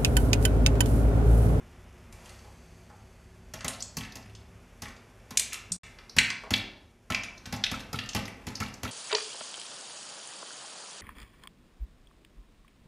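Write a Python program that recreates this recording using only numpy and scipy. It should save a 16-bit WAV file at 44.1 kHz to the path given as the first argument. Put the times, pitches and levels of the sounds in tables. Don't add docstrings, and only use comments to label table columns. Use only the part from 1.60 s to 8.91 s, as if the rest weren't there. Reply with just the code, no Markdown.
import sys
import numpy as np
from scipy import signal
from scipy.fft import rfft, irfft
from scipy.io import wavfile

SR = 44100
rng = np.random.default_rng(int(sys.argv[2]) if len(sys.argv) > 2 else 0)


def wav_record(signal):
    frames = np.transpose(np.atleast_2d(signal))
    bounded = np.clip(frames, -1, 1)
    quanta = np.round(bounded * 32767).astype(np.int16)
    wavfile.write(sys.argv[1], SR, quanta)


N = 322371

# (time [s], filling [0 nearly bare - 1 full])
FILLING = [(0, 0), (4.19, 0), (4.23, .75), (7.31, 1)]

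# (time [s], swing [dB])
BACKGROUND_SWING = [(0, 2), (1.7, -3.5), (4.3, 1), (5.4, -12), (6.1, 7), (7.31, 1)]
# (frequency [Hz], relative density [dB per Hz])
RUMBLE_COLOUR = [(12, -40.5), (24, -19.5), (40, 10), (60, 3), (105, 3.5), (130, -3.5), (162, -9),
                 (241, 0.5), (300, -14), (361, -5.5), (500, -15.5), (800, -67.5)]
HISS_COLOUR = [(260, -34.5), (450, -5.5), (578, -3), (630, -3), (875, -7), (1380, -9), (2550, -10.5),
               (4500, -26.5), (5850, -59), (9900, -120)]
SIZZLE_COLOUR = [(2060, -37), (3500, -6), (3780, -16), (4080, -14.5), (4630, -9.5), (5530, -6.5),
                 (7460, -10), (8100, -12), (8910, -12), (9680, -12), (11300, -13.5), (14100, -16),
                 (16000, -35.5)]
# (level [dB], share of the swing)
RUMBLE_LEVEL, HISS_LEVEL, SIZZLE_LEVEL = (-54.5, 0.42), (-60.5, 0.69), (-69.5, 0.47)

# (multiple of its pitch, relative level [dB])
DRONE_ORDERS = [(2, 0.5), (3, -1.5), (5, -5), (7, -15.5), (11, -9.5)]
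DRONE_HZ, DRONE_RISE_HZ_PER_S = 32.3, 1
DRONE_DB, DRONE_HOLD_S, DRONE_FALL_DB_PER_S = -57, 3, 21

GUST_S, GUST_RISE_S = 0.5, 0.17
# (peak level [dB], fall [dB per s])
WHISTLE_LEVEL, SPATTER_LEVEL = (-65.5, 7.8), (-56.5, 46)
# (frequency [Hz], width [Hz], relative level [dB])
RIM_WHISTLES = [(4560, 260, 1.5), (6160, 350, 0), (7300, 250, -7.5), (8950, 300, -23.5)]

# (time [s], level [dB], pitch of the struck spot [Hz], crunch [0 clean - 1 widest band])
TICKS = [(0.525, -52.5, 6740, .95), (0.657, -55, 3020, 0.77), (0.693, -51, 4530, 0.67),
         (0.789, -60, 5000, 0.3), (0.844, -57.5, 860, 0), (1.3, -56.5, 900, 0.1),
         (2.007, -42.5, 1920, 0.64), (2.08, -29.5, 7260, 0.73), (2.204, -41, 5260, 0),
         (2.223, -33, 6900, 0.17), (2.434, -43.5, 2100, 0.34), (2.75, -51.5, 5100, 0.33),
         (3.255, -43.5, 1980, .25), (3.364, -60, 5040, 0.24), (3.772, -18.5, 6440, 0.67),
         (3.795, -24, 7840, 0.9), (3.922, -40.5, 2350, 0), (3.93, -35, 6700, 0.92),
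         (3.942, -37.5, 2925, .7), (4.119, -26.5, 7730, 0.22), (4.205, -41, 2150, 0.4),
         (4.386, -49.5, 2260, 0.67), (4.495, -45.5, 5100, 0.04), (4.585, -13, 2050, .6),
         (4.702, -31, 2210, 1), (4.835, -45, 796, .03), (4.937, -19.5, 3120, 0.46),
         (5.521, -32, 2430, 0.13), (5.546, -24.5, 2500, 0.75), (5.634, -38.5, 5840, 0.9),
         (5.777, -52, 5400, 0.13), (5.856, -43.5, 5660, 0.8), (6.038, -22, 3750, .75),
         (6.063, -33, 2850, 0.2), (6.388, -31.5, 2760, 0.78), (6.49, -36, 6800, 0.44),
         (6.532, -41, 6000, 0.5), (6.565, -35, 2600, 1), (6.953, -36, 5470, 0.06)]
CLEAN_RATIO, CLEAN_MARGIN_HZ = 1.136, 336
CRUNCH_LOW_HZ, LOW_EDGE_DB_PER_OCTAVE, CRUNCH_HIGH_HZ = 1136, 27, (12500, 5730)
# (bare pan [dB], full pan [dB])
SNAP_DB = (-14.5, -21)
SPLINTER_DB, SPLINTER_GAIN = -16.5, 3.53
RING_EVEN_DB, RING_LOSS = -28, 0.16

# (frequency [Hz], relative level [dB], time to fall by 60 dB [s])
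LID_MODES = [(1310, 0, .25), (1701, 0, .5), (1773, 0, .5), (1895, -4, .45), (2073, 1, .45), (2320, -1, .5),
             (2611, -3, .4), (2658, -2, .45), (2778, -3, .45), (3212, -2, .35), (3466, -4, .4),
             (3879, -6, .3)]
# (frequency [Hz], relative level [dB])
ECHO_COLOUR = [(100, -5.5), (300, -2.5), (500, 2.5), (900, 3), (1400, -0.5), (1900, -2.5), (2800, 1),
               (4000, -8), (5000, -5), (7000, -4.5), (11000, 2.5), (15500, -5.5)]
# (frequency [Hz], time to fall by 60 dB [s])
ECHO_T60 = [(100, 0.72), (700, 0.78), (2300, 0.49), (5000, 0.5), (9000, 0.27), (15000, 0.19)]
# (bare pan [dB], full pan [dB])
SPREAD_DB = (-18, -36.5)

# (time [s], force [dB], puff of steam [dB])
BURSTS = [(1.936, -45, -42), (2.044, -40.5, -34.5), (2.368, -38, -42.5), (2.554, -48, -47.5),
          (3.219, -44.5, -43), (3.706, -48.5, -44), (4.564, -37, -34.5), (4.905, -35, -32.5),
          (5.501, -39.5, -33.5), (5.859, -49, -49), (5.924, -39, -35.5), (6.113, -39.5, -37),
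          (6.329, -38, -40.5), (6.547, -34, -31.5), (6.867, -43, -40.5), (7.001, -38, -36.5),
          (7.231, -38.5, -37)]
# (bare pan [dB], full pan [dB])
SPIT_DB, THUMP_DB = (5, 0.5), (0.7, 4)
# (frequency [Hz], relative level [dB], time to fall by 60 dB [s])
PAN_MODES = [(45, -9.5, 0.58), (74.4, 1.5, 0.19), (108, 1, 0.49), (135, -13, 0.37), (162, 2, .1),
             (209, -2, 0.61), (250, 1, 0.4), (274.7, -11, 0.84), (447, -7, 0.13), (562, -20.5, 0.17),
             (727, -3, 0.074), (892, -9.5, 0.35)]

# (time [s], frequency [Hz], time to fall by 60 dB [s])
BUMP = (4.111, 180, .36)
BUMP_DB = -37

# (time [s], level [dB])
KNOCKS = [(5.501, -33.5), (5.94, -46), (6.14, -35), (6.343, -35.5), (7.007, -42), (7.023, -34),
          (7.252, -36)]
# (frequency [Hz], relative level [dB], time to fall by 60 dB [s])
KNOCK_MODES = [(962, -16, 0.061), (1322, 6.5, 0.062), (1430, -2, 0.068), (1530, -23, 0.11),
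               (2200, -3, 0.068)]

# (time [s], gain [dB])
DROPOUT = [(4.165, 0), (4.168, -14), (4.184, -22), (4.188, -70), (4.232, -70), (4.234, 0)]
CUTOFF_HZ = 16000


def from_db(db):
    return 10 ** (np.asarray(db) / 20)


def rms_one(x):
    return x / np.sqrt(np.mean(x ** 2) + 1e-20)


def in_time(rows):
    s, values = np.transpose(rows)
    return np.interp(np.arange(N) / SR, s, values)


def at_hz(points, hz):
    f, value = np.transpose(points)
    return np.interp(np.log(np.maximum(hz, 1)), np.log(f), value)


def by_filling(pair, s):
    bare, full = pair
    return bare + (full - bare) * np.interp(s, *np.transpose(FILLING))


def band(x, low_hz, high_hz, order=2):
    low = np.clip(low_hz, 10, SR / 3)
    high = np.clip(high_hz, low * 1.1, SR * 0.47)
    return signal.sosfilt(signal.butter(order, [low, high], "band", fs=SR, output="sos"), x)


def add(track, s, sound):
    start = max(round(s * SR), 0)
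    track[start:start + len(sound)] += sound[:max(N - start, 0)]


def noise(spectrum):
    hz = np.arange(N // 2 + 1) * SR / N
    coloured = rfft(rng.standard_normal(N)) * from_db(at_hz(spectrum, hz))
    return rms_one(irfft(coloured, N))


def ringing(modes):
    t = np.arange(SR) / SR
    out = np.zeros(SR)
    for k, (hz, db, t60) in enumerate(modes):
        out += (-1) ** k * from_db(db - 60 * t / t60) * np.sin(2 * np.pi * hz * t)
    return out


def crack(low_hz, high_hz, rise_s, decay_s, skirt_db, pitch_hz=0, pitch_db=0):
    t = np.arange(SR // 8) / SR
    swell = (1 - np.exp(-(t / rise_s) ** 2)) * np.exp(-t / decay_s)
    grains = rng.standard_normal(len(t)) * swell
    core = band(grains, low_hz, high_hz, order=3)
    skirt = band(grains, low_hz * 0.5, high_hz * 2, order=1)
    sound = core + from_db(skirt_db) * skirt
    if pitch_hz:
        ping = band(rng.standard_normal(len(t)) * swell, pitch_hz * 0.9, pitch_hz * 1.1)
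        sound = rms_one(sound) + from_db(pitch_db) * rms_one(ping)
    return sound / np.sqrt(np.sum(sound ** 2) / (SR / 100))


def gust(peak_db, fall_db_per_s):
    age = np.arange(N) / SR - GUST_S
    rise = np.clip(age / GUST_RISE_S, 0, 1)
    return rise * from_db(peak_db - fall_db_per_s * np.maximum(age - GUST_RISE_S, 0))


def stove():
    swing_db = in_time(BACKGROUND_SWING)
    levels = (RUMBLE_LEVEL, HISS_LEVEL, SIZZLE_LEVEL)
    rumble, hiss, sizzle = [from_db(db + share * swing_db) for db, share in levels]
    spatter = gust(*SPATTER_LEVEL)
    fizz = from_db(1.2 * noise([(10, 11), (200, 2.5), (2000, -71.5)]))
    stirred_hiss = np.hypot(hiss, spatter)
    stirred_sizzle = np.hypot(sizzle, from_db(-3.5) * spatter) * fizz
    return rumble * noise(RUMBLE_COLOUR) + stirred_hiss * noise(HISS_COLOUR) + stirred_sizzle * noise(SIZZLE_COLOUR)


def drone():
    t = np.arange(N) / SR
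    phase = 2 * np.pi * np.cumsum(DRONE_HZ + DRONE_RISE_HZ_PER_S * t) / SR
    level_db = DRONE_DB - DRONE_FALL_DB_PER_S * np.maximum(t - DRONE_HOLD_S, 0)
    slow = [(2, 0), (8, -20), (40, -90)]
    notes = np.zeros(N)
    for k, db in DRONE_ORDERS:
        notes += from_db(db + 3.1 * noise(slow)) * np.sin(k * phase)
    return from_db(level_db) * notes


def steam():
    jet = rng.standard_normal(N)
    whistles = np.zeros(N)
    for hz, width_hz, db in RIM_WHISTLES:
        whistles += from_db(db) * band(jet, hz - width_hz / 2, hz + width_hz / 2, order=1)
    return gust(*WHISTLE_LEVEL) * rms_one(whistles)


def ticks():
    direct, drive = np.zeros(N), np.zeros(N)
    for s, db, pitch_hz, crunch in TICKS:
        clean_low = max(pitch_hz / CLEAN_RATIO - CLEAN_MARGIN_HZ, 20)
        clean_high = pitch_hz * CLEAN_RATIO + CLEAN_MARGIN_HZ
        widest_low = CRUNCH_LOW_HZ * 2 ** ((db - RING_EVEN_DB) / LOW_EDGE_DB_PER_OCTAVE)
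        widest_high = by_filling(CRUNCH_HIGH_HZ, s)
        low_hz = clean_low * (widest_low / clean_low) ** crunch
        high_hz = clean_high * (widest_high / clean_high) ** crunch
        pitch_db = -2.5 + 0.14 * (db - RING_EVEN_DB)
        snap_db = by_filling(SNAP_DB, s) + SPLINTER_GAIN * max(db - SPLINTER_DB, 0)
        contact = crack(low_hz, high_hz, rise_s=0.0018, decay_s=0.0041, skirt_db=-18.5,
                        pitch_hz=pitch_hz, pitch_db=pitch_db)
        snap = crack(3100, 9200, rise_s=0.002, decay_s=0.003, skirt_db=-17.5)
        tick = from_db(db) * (contact + from_db(snap_db) * snap)
        start_s = s - 0.0008
        add(direct, start_s, tick)
        add(drive, start_s, from_db(RING_LOSS * (RING_EVEN_DB - db)) * tick)
    return direct, drive


def reverberation():
    t = np.arange(SR) / SR
    edges = np.geomspace(60, 17000, 17)
    out = np.zeros(SR)
    for low, high in zip(edges, edges[1:]):
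        hz = np.sqrt(low * high)
        tail = band(rng.standard_normal(SR), low, high, order=3)
        out += tail * from_db(at_hz(ECHO_COLOUR, hz) - 60 * t / at_hz(ECHO_T60, hz))
    onset = 1 - np.exp(-t / 0.0017)
    return out * onset / np.sqrt(SR / 20)


def under_lid(drive, wet_db, lid_db):
    response = from_db(wet_db) * reverberation() + from_db(lid_db) * ringing(LID_MODES)
    return signal.fftconvolve(drive, response)[:N]


def treble_spread(cracks):
    late = np.pad(cracks, (SR // 700, 0))[:N]
    spread_db = by_filling(SPREAD_DB, np.arange(N) / SR)
    opposite = np.array([[1], [-1]])
    return from_db(spread_db) * band(late, 5500, 15000, order=5) * opposite


def bursts():
    air, shove = np.zeros(N), np.zeros(N)
    for s, force_db, puff_db in BURSTS:
        spit = from_db(force_db + by_filling(SPIT_DB, s))
        thump = from_db(force_db + by_filling(THUMP_DB, s))
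        add(air, s, spit * crack(3900, 7940, rise_s=0.0015, decay_s=0.0053, skirt_db=-3))
        puff = crack(290, 3400, rise_s=0.0021, decay_s=0.014, skirt_db=-18.5, pitch_hz=558, pitch_db=-22)
        add(air, s, from_db(puff_db) * puff)
        add(air, s, thump * crack(71, 270, rise_s=0.0045, decay_s=0.014, skirt_db=-22.5))
        add(shove, s + 0.00232, [thump])
    pan = from_db(-3) * signal.fftconvolve(shove, ringing(PAN_MODES))[:N]
    return air, pan


def crumbs(count, level_db, spread_db, fall_s):
    out = np.zeros(N)
    all_chances = rng.random((len(BURSTS), count, 3))
    for (s, force_db, _), chances in zip(BURSTS, all_chances):
        for when, size, pitch in chances:
            db = force_db + level_db - spread_db * (when + size) / 2
            low_hz = 1200 * 2 ** (2 * pitch)
            speck = crack(low_hz, 2 * low_hz, rise_s=0.00052, decay_s=0.0051, skirt_db=-10.5)
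            add(out, s + 0.014 + fall_s * when ** 2, from_db(db) * speck)
    return out


def bump():
    s, hz, t60 = BUMP
    out = np.zeros(N)
    add(out, s, ringing([(hz, BUMP_DB, t60)]))
    return out


def knocks():
    crunch, hollow = np.zeros(N), np.zeros(N)
    note = ringing(KNOCK_MODES)
    for s, db in KNOCKS:
        add(hollow, s, from_db(db) * note)
        soft_crack = crack(900, 5000, rise_s=0.0042, decay_s=0.014, skirt_db=-28)
        add(crunch, s, from_db(db - 9.5) * soft_crack)
    return crunch, hollow


def scene():
    air, thumps = bursts()
    direct, drive = ticks()
    crunch, hollow = knocks()
    soft = air + crunch + crumbs(count=6, level_db=-2, spread_db=13, fall_s=0.19)
    pops = soft + direct + hollow + under_lid(soft + drive, wet_db=1, lid_db=-54.5)
    return pops + treble_spread(air + direct) + thumps + bump() + steam() + stove() + drone()


def record(dry):
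    rounded = 0.7 * np.tanh(dry / 0.7)
    dulled = signal.sosfilt(signal.butter(4, 13000, fs=SR, output="sos"), rounded)
    with_dropout = dulled * from_db(in_time(DROPOUT))
    top_cut = signal.ellip(10, 0.1, 90, CUTOFF_HZ, fs=SR, output="sos")
    return signal.sosfilt(top_cut, with_dropout)


dry = scene()
out = record(dry)
wav_record(out)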